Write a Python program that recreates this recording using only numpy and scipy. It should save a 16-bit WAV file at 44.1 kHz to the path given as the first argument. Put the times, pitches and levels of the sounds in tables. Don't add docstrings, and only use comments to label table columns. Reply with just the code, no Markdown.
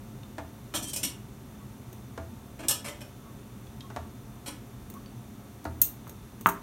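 import sys
import numpy as np
from scipy import signal
from scipy.fft import rfft, irfft, next_fast_len
from scipy.io import wavfile

SR = 44100
rng = np.random.default_rng(int(sys.argv[2]) if len(sys.argv) > 2 else 0)


def log_audio(samples):
    frames = np.atleast_2d(samples).T
    limited = np.clip(frames, -1, 1)
    pcm = np.round(limited * 32767).astype(np.int16)
    wavfile.write(sys.argv[1], SR, pcm)


N = 291942
SIZE = 32768
AGE = np.arange(SIZE) / SR
HZ = np.fft.rfftfreq(SIZE, 1 / SR)

# start_s, level_db
TABLE_KNOCKS = [(6.07, -42.5), (6.4601, -9), (6.4655, -26), (6.4808, -26), (6.4896, -21)]


def pot():
    # start_s, level_db,
    # skid_s, floor_ring_db
    hits = [(0.7392, -36.5, 0.0032, 9.5), (.747, -33, 0.025, 0.5), (0.825, -39, 0.019, -6),
            (.872, -41.5, 0.028, -8.5), (.933, -32, 0.0071, -3.5), (.962, -27.5, 0.0034, -2.5),
            (1.032, -28.5, 0.018, 0.5), (2.591, -50.5, 0.013, 8), (2.628, -55, 0.023, 10),
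            (2.684, -19.5, 0.0041, -5), (2.695, -28.5, 0.02, 4.5), (2.845, -43, .02, 7.5),
            (2.879, -43.5, 0.014, 5.5), (3.007, -49.5, 0.011, 3.5), (4.461, -41.5, 0.024, 4.5)]
    # freq_hz, gain_db
    wall_eq = [(150, -12.5), (300, 2), (400, -17), (570, -4.5), (800, -10.5), (1900, -12), (2450, -3.5),
               (2850, -3.5), (3250, -3), (3750, -4), (4700, -4.5), (5600, 1.5), (6600, -5), (8600, 1),
               (11400, -8.5), (15500, -5.5)]
    # pitch_hz, level_db, t60_s
    modes = [(570, -9, .25), (975, -14, .4), (1310, -15, .25), (1490, -14, .3), (1733, -9, .35),
             (2912, -11, .3), (3165, -4, .2), (3381, -3, .22), (4307, -17, .3), (5469, 1, .2),
             (5588, -2, .18), (6072, -4, .24), (6950, -7, .25), (7165, 0, .17), (7430, 1, .16),
             (7842, -2, .17), (8200, 2, .16), (8970, 0, .17), (9421, -6, .18), (9835, -4, .15),
             (11335, -3, .13), (11482, 0, .15)]
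    # freq_hz, share of floor_ring_db
    floor_shape = [(200, 0), (550, 1), (1600, 1.5), (2400, 1.05), (3500, 0.48), (6000, 0)]
    neutral_db, slips_per_s = -24.5, 1500
    track = np.zeros(N)
    for start_s, level_db, skid_s, floor_ring_db in hits:
        force_db = level_db - neutral_db
        grip = (1 - fade(AGE, 0.45 * skid_s)) * fade(np.maximum(AGE - skid_s, 0), 0.041)
        slips = rng.standard_normal(SIZE) * (rng.random(SIZE) < slips_per_s / SR) * grip
        slips[0] = 3.2 * amp(0.4 * force_db)
        slip_tick = amp(-10) * packet(signal.unit_impulse(SIZE))
        wall = steel_wall(t60=0.054, count=1300) + slip_tick
        scrape = packet(colour(signal.fftconvolve(slips, wall)[:SIZE], along(wall_eq, HZ)))
        clang = scrape + amp(-10 + 0.16 * force_db) * ring(modes)
        contact_db = tilt(0.16 * force_db, pivot_hz=8200) + floor_ring_db * along(floor_shape, HZ)
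        gain = amp(level_db + 0.5) * np.sqrt(1 + skid_s / 0.0032)
        add(track, start_s, gain * kitchen(colour(clang, contact_db), wet_db=-4.5))
    return track


def steel_wall(t60, count):
    lines = np.zeros(len(HZ), complex)
    strengths = rng.standard_normal(count) * np.exp(2j * np.pi * rng.random(count))
    lines[rng.integers(1, len(HZ), count)] = strengths
    return packet(irfft(lines) * fade(AGE, t60))


def eggs():
    # start_s, level_db, table_boom_db, tub_ring_db
    drops = [(0.3825, -34, -41.5, -5), (2.1773, -35, -38.5, -3), (3.902, -41.5, -55, -6),
             (3.963, -31, -41.5, -12), (5.653, -32.5, -36, -1.5)]
    # freq_hz, gain_db
    tub_eq = [(100, -25), (250, 3), (450, -1), (680, 6.5), (1000, 1), (1500, -1.5), (2200, -9),
              (3000, -16.5), (4000, -21), (8000, -28), (15000, -49)]
    # pitch_hz, level_db, t60_s
    modes = [(295, -3, .2), (660, 0, .2), (904, -5, .14), (1220, -9, .12), (1420, -8, .1)]
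    tick_eq = [(800, -15), (4200, 6), (6000, -4), (14000, -18)]  # freq_hz, gain_db
    boom = np.sin(2 * np.pi * 82 * AGE) * fade(AGE, 0.37) * (1 - fade(AGE, 0.16)) ** 2
    track = np.zeros(N)
    for start_s, level_db, boom_db, ring_db in drops:
        tick = amp(-17.5) * impact(along(tick_eq, HZ), shudder_db=-1, t60=0.0083)
        knock = impact(along(tub_eq, HZ), shudder_db=9, t60=0.075) + amp(ring_db) * ring(modes)
        landing = amp(level_db + 4.5) * kitchen(tick + knock, wet_db=-9)
        add(track, start_s, landing + amp(boom_db + 10.5) * boom)
    return track


def tongs():
    # start_s, level_db
    clicks = [(1.929, -41.5), (4.901, -39), (4.94, -41), (5.643, -42), (5.8167, -8), (5.819, -14.5),
              (6.0953, -38.5), (6.411, -37.5), (6.4902, -28.5)]
    # freq_hz, gain_db
    arm_eq = [(300, -19), (1500, -22.5), (2700, -17), (4200, -12), (5200, -17), (6300, -2.5), (7400, -8.5),
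              (8700, -2), (10400, -10), (12000, 0.5), (14800, 11), (15700, 17.5), (16500, -27)]
    # pitch_hz, level_db, t60_s
    modes = [(2767, -9, .2), (4576, -16, .16), (6105, -9, .17), (6690, -4, .16), (8500, -8, .15),
             (9415, -9, .18), (11800, -4, .17), (12380, -2, .2), (13250, 1, .22), (14200, -2, .19),
             (14590, -1, .18), (14988, 4, .22)]
    neutral_db = -8.5
    claps = [(knock_s + 0.0065, -20 + 0.49 * knock_db) for knock_s, knock_db in TABLE_KNOCKS]
    track = np.zeros(N)
    for start_s, level_db in clicks + claps:
        tone_db = along(arm_eq, HZ) + tilt(0.24 * (level_db - neutral_db), pivot_hz=12000)
        click = impact(tone_db, shudder_db=3, t60=0.036) + amp(-18) * ring(modes)
        add(track, start_s, amp(level_db + 0.5) * kitchen(click, wet_db=-8))
    return track


def table():
    # freq_hz, gain_db
    top_eq = [(35, -53), (90, -25), (180, -17), (350, -13), (560, -27), (760, -15), (930, 0.5), (1400, -1),
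              (1750, -9.5), (2300, -17.5), (3100, -22), (4200, -37), (5500, -45), (12000, -50)]
    # pitch_hz, level_db, t60_s
    modes = [(100, -19, .35), (183, -7, .28), (290, -9, .22), (400, -14, .35), (660, -7, .25),
             (921, 1, .14), (1155, -7, .15), (1214, -3, .13), (1310, -1, .13), (1404, 1, .12),
             (1810, -14, .17)]
    track = np.zeros(N)
    for start_s, level_db in TABLE_KNOCKS:
        knock = impact(along(top_eq, HZ), shudder_db=-5, t60=0.06)
        body = amp(-7) * ring(modes, scatter_db=0)
        add(track, start_s, amp(level_db) * kitchen(knock + body, wet_db=-15))
    return track


def shell_grip():
    # start_s, level_db, pitch_hz
    taps = [(.233, -49.5, 3580), (3.669, -56, 3400), (3.807, -43.5, 3240), (3.810, -49, 3680),
            (5.06, -52, 4520)]
    # start_s, length_s, level_db, pitch_hz
    squeaks = [(0.744, 0.044, -31, 3250), (.83, 0.11, -42, 3165), (1.593, .06, -54, 1120),
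               (3.234, 0.09, -54.5, 1116), (3.827, 0.059, -50, 1097), (4.943, 0.049, -43, 1110)]
    tick_eq = [(1000, -6), (4000, 6), (12000, -23)]  # freq_hz, gain_db
    track = np.zeros(N)
    for start_s, level_db, pitch_hz in taps:
        tick = impact(along(tick_eq, HZ), shudder_db=22, t60=0.0067)
        ping = ring([(pitch_hz, 0, 0.04)])
        add(track, start_s, amp(level_db) * kitchen(tick + ping, wet_db=-9.5))
    for start_s, length_s, level_db, pitch_hz in squeaks:
        swell = np.sin(np.pi * np.minimum(AGE / length_s, 1))
        phase_drift = 0.053 * np.cumsum(rng.standard_normal(SIZE))
        squeak = swell * np.sin(2 * np.pi * pitch_hz * AGE + phase_drift)
        add(track, start_s, amp(level_db) * kitchen(squeak, wet_db=-15))
    return track


def kitchen(x, wet_db):
    # freq_hz, t60_s
    decay = [(100, 1), (500, 0.34), (2000, 0.36), (7000, 0.24), (14000, 0.2)]
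    hz, t, noise = signal.stft(rng.standard_normal(SIZE), SR, nperseg=256)
    dying = noise * fade(t, along(decay, hz)[:, None])
    tail = signal.istft(dying, SR, nperseg=256)[1][:SIZE] * (1 - fade(AGE, 0.039))
    return x + amp(wet_db) * signal.fftconvolve(x, tail / np.linalg.norm(tail))[:SIZE]


def room_tone():
    # freq_hz, gain_db
    air_eq = [(15, -55), (25, -11), (50, -7), (80, -7.5), (123, -3), (157, -14), (211, -3.5), (342, -14),
              (414, -12), (449, -20), (1040, -23), (1120, -22), (1590, -28), (12400, -40.5), (15800, -29)]
    # pitch_hz, level_db, width_hz, noise_share
    motors = [(118.2, -53, 1.4, 0.46), (131.8, -55.5, 3.7, 1), (207.2, -56, 3.16, 0.48),
              (539, -69, 2.3, 0.16), (708, -68, 0.7, 0.14), (898, -69, 2.8, 0.42), (1305, -73, 1.1, .2),
              (3563, -71.5, 28, 0.19), (6010, -75, 39, 0.46)]
    hz, t = np.fft.rfftfreq(N, 1 / SR), np.arange(N) / SR
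    track = amp(-46) * shaped_noise(amp(along(air_eq, hz)))
    for pitch_hz, level_db, width_hz, noise_share in motors:
        waver = shaped_noise(1 / (1 + ((hz - pitch_hz) / (2 * width_hz)) ** 2))
        phase_drift = np.cumsum(rng.standard_normal(N)) * np.sqrt(width_hz / SR)
        hum = unit(np.sin(2 * np.pi * pitch_hz * t + phase_drift))
        track += amp(level_db) * (np.sqrt(noise_share) * waver + np.sqrt(1 - noise_share) * hum)
    return track


def impact(gain_db, shudder_db, t60):
    push = packet(signal.unit_impulse(SIZE))
    shudder = packet(rng.standard_normal(SIZE) * fade(AGE, t60) * (1 - fade(AGE, 0.0023)))
    return packet(colour(push + amp(shudder_db) * shudder, gain_db))


def ring(modes, scatter_db=2):
    hz, db, t60 = np.transpose(modes)[:, :, None]
    gains = amp(db + scatter_db * rng.standard_normal(hz.shape))
    partials = gains * fade(AGE, t60) * np.sin(2 * np.pi * (hz * AGE + rng.random(hz.shape)))
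    return packet(partials.sum(axis=0) * (1 - fade(AGE, 0.021)))


def colour(x, gain_db):
    cepstrum = irfft(np.log(amp(gain_db)))
    cepstrum[1:SIZE // 2] *= 2
    cepstrum[SIZE // 2 + 1:] = 0
    return signal.fftconvolve(x, irfft(np.exp(rfft(cepstrum))))[:SIZE]


def tilt(db_per_octave, pivot_hz):
    return db_per_octave * np.log2(np.maximum(HZ, 300) / pivot_hz)


def shaped_noise(gains):
    return unit(irfft(rfft(rng.standard_normal(N)) * gains, N))


def along(points, hz):
    freqs, values = np.transpose(points)
    return np.interp(np.log(hz + 1), np.log(freqs), values)


def fade(t, t60):
    return amp(-60 * t / np.maximum(t60, 1e-3))


def amp(db):
    return 10 ** (np.asarray(db) / 20)


def unit(x):
    return x / np.sqrt(np.mean(np.abs(x) ** 2) + 1e-20)


def packet(x):
    return x / np.linalg.norm(x) * np.sqrt(0.004 * SR)


def add(track, start_s, sound):
    start = max(round(start_s * SR), 0)
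    track[start:start + len(sound)] += sound[:N - start]


def scene():
    return (room_tone() + pot() + eggs() + tongs() + shell_grip() + table())[None]


def record(dry):
    # freq_hz, gain_db
    mic_eq = [(15, -24), (28, -22), (42, 1), (4450, -2.5), (4900, -5), (5500, -1), (7000, 1.5),
              (7700, -1.5), (8400, 1.5), (9900, 2.5), (10400, -2.5), (11000, 4), (12200, 4.5), (15800, -10)]
    top_hz = 15850
    size = next_fast_len(N + SIZE)
    hz = np.fft.rfftfreq(size, 1 / SR)
    response = amp(along(mic_eq, hz)) * (hz < top_hz)
    return irfft(rfft(dry, size) * response, size)[:, :N]


dry = scene()
out = record(dry)
log_audio(out)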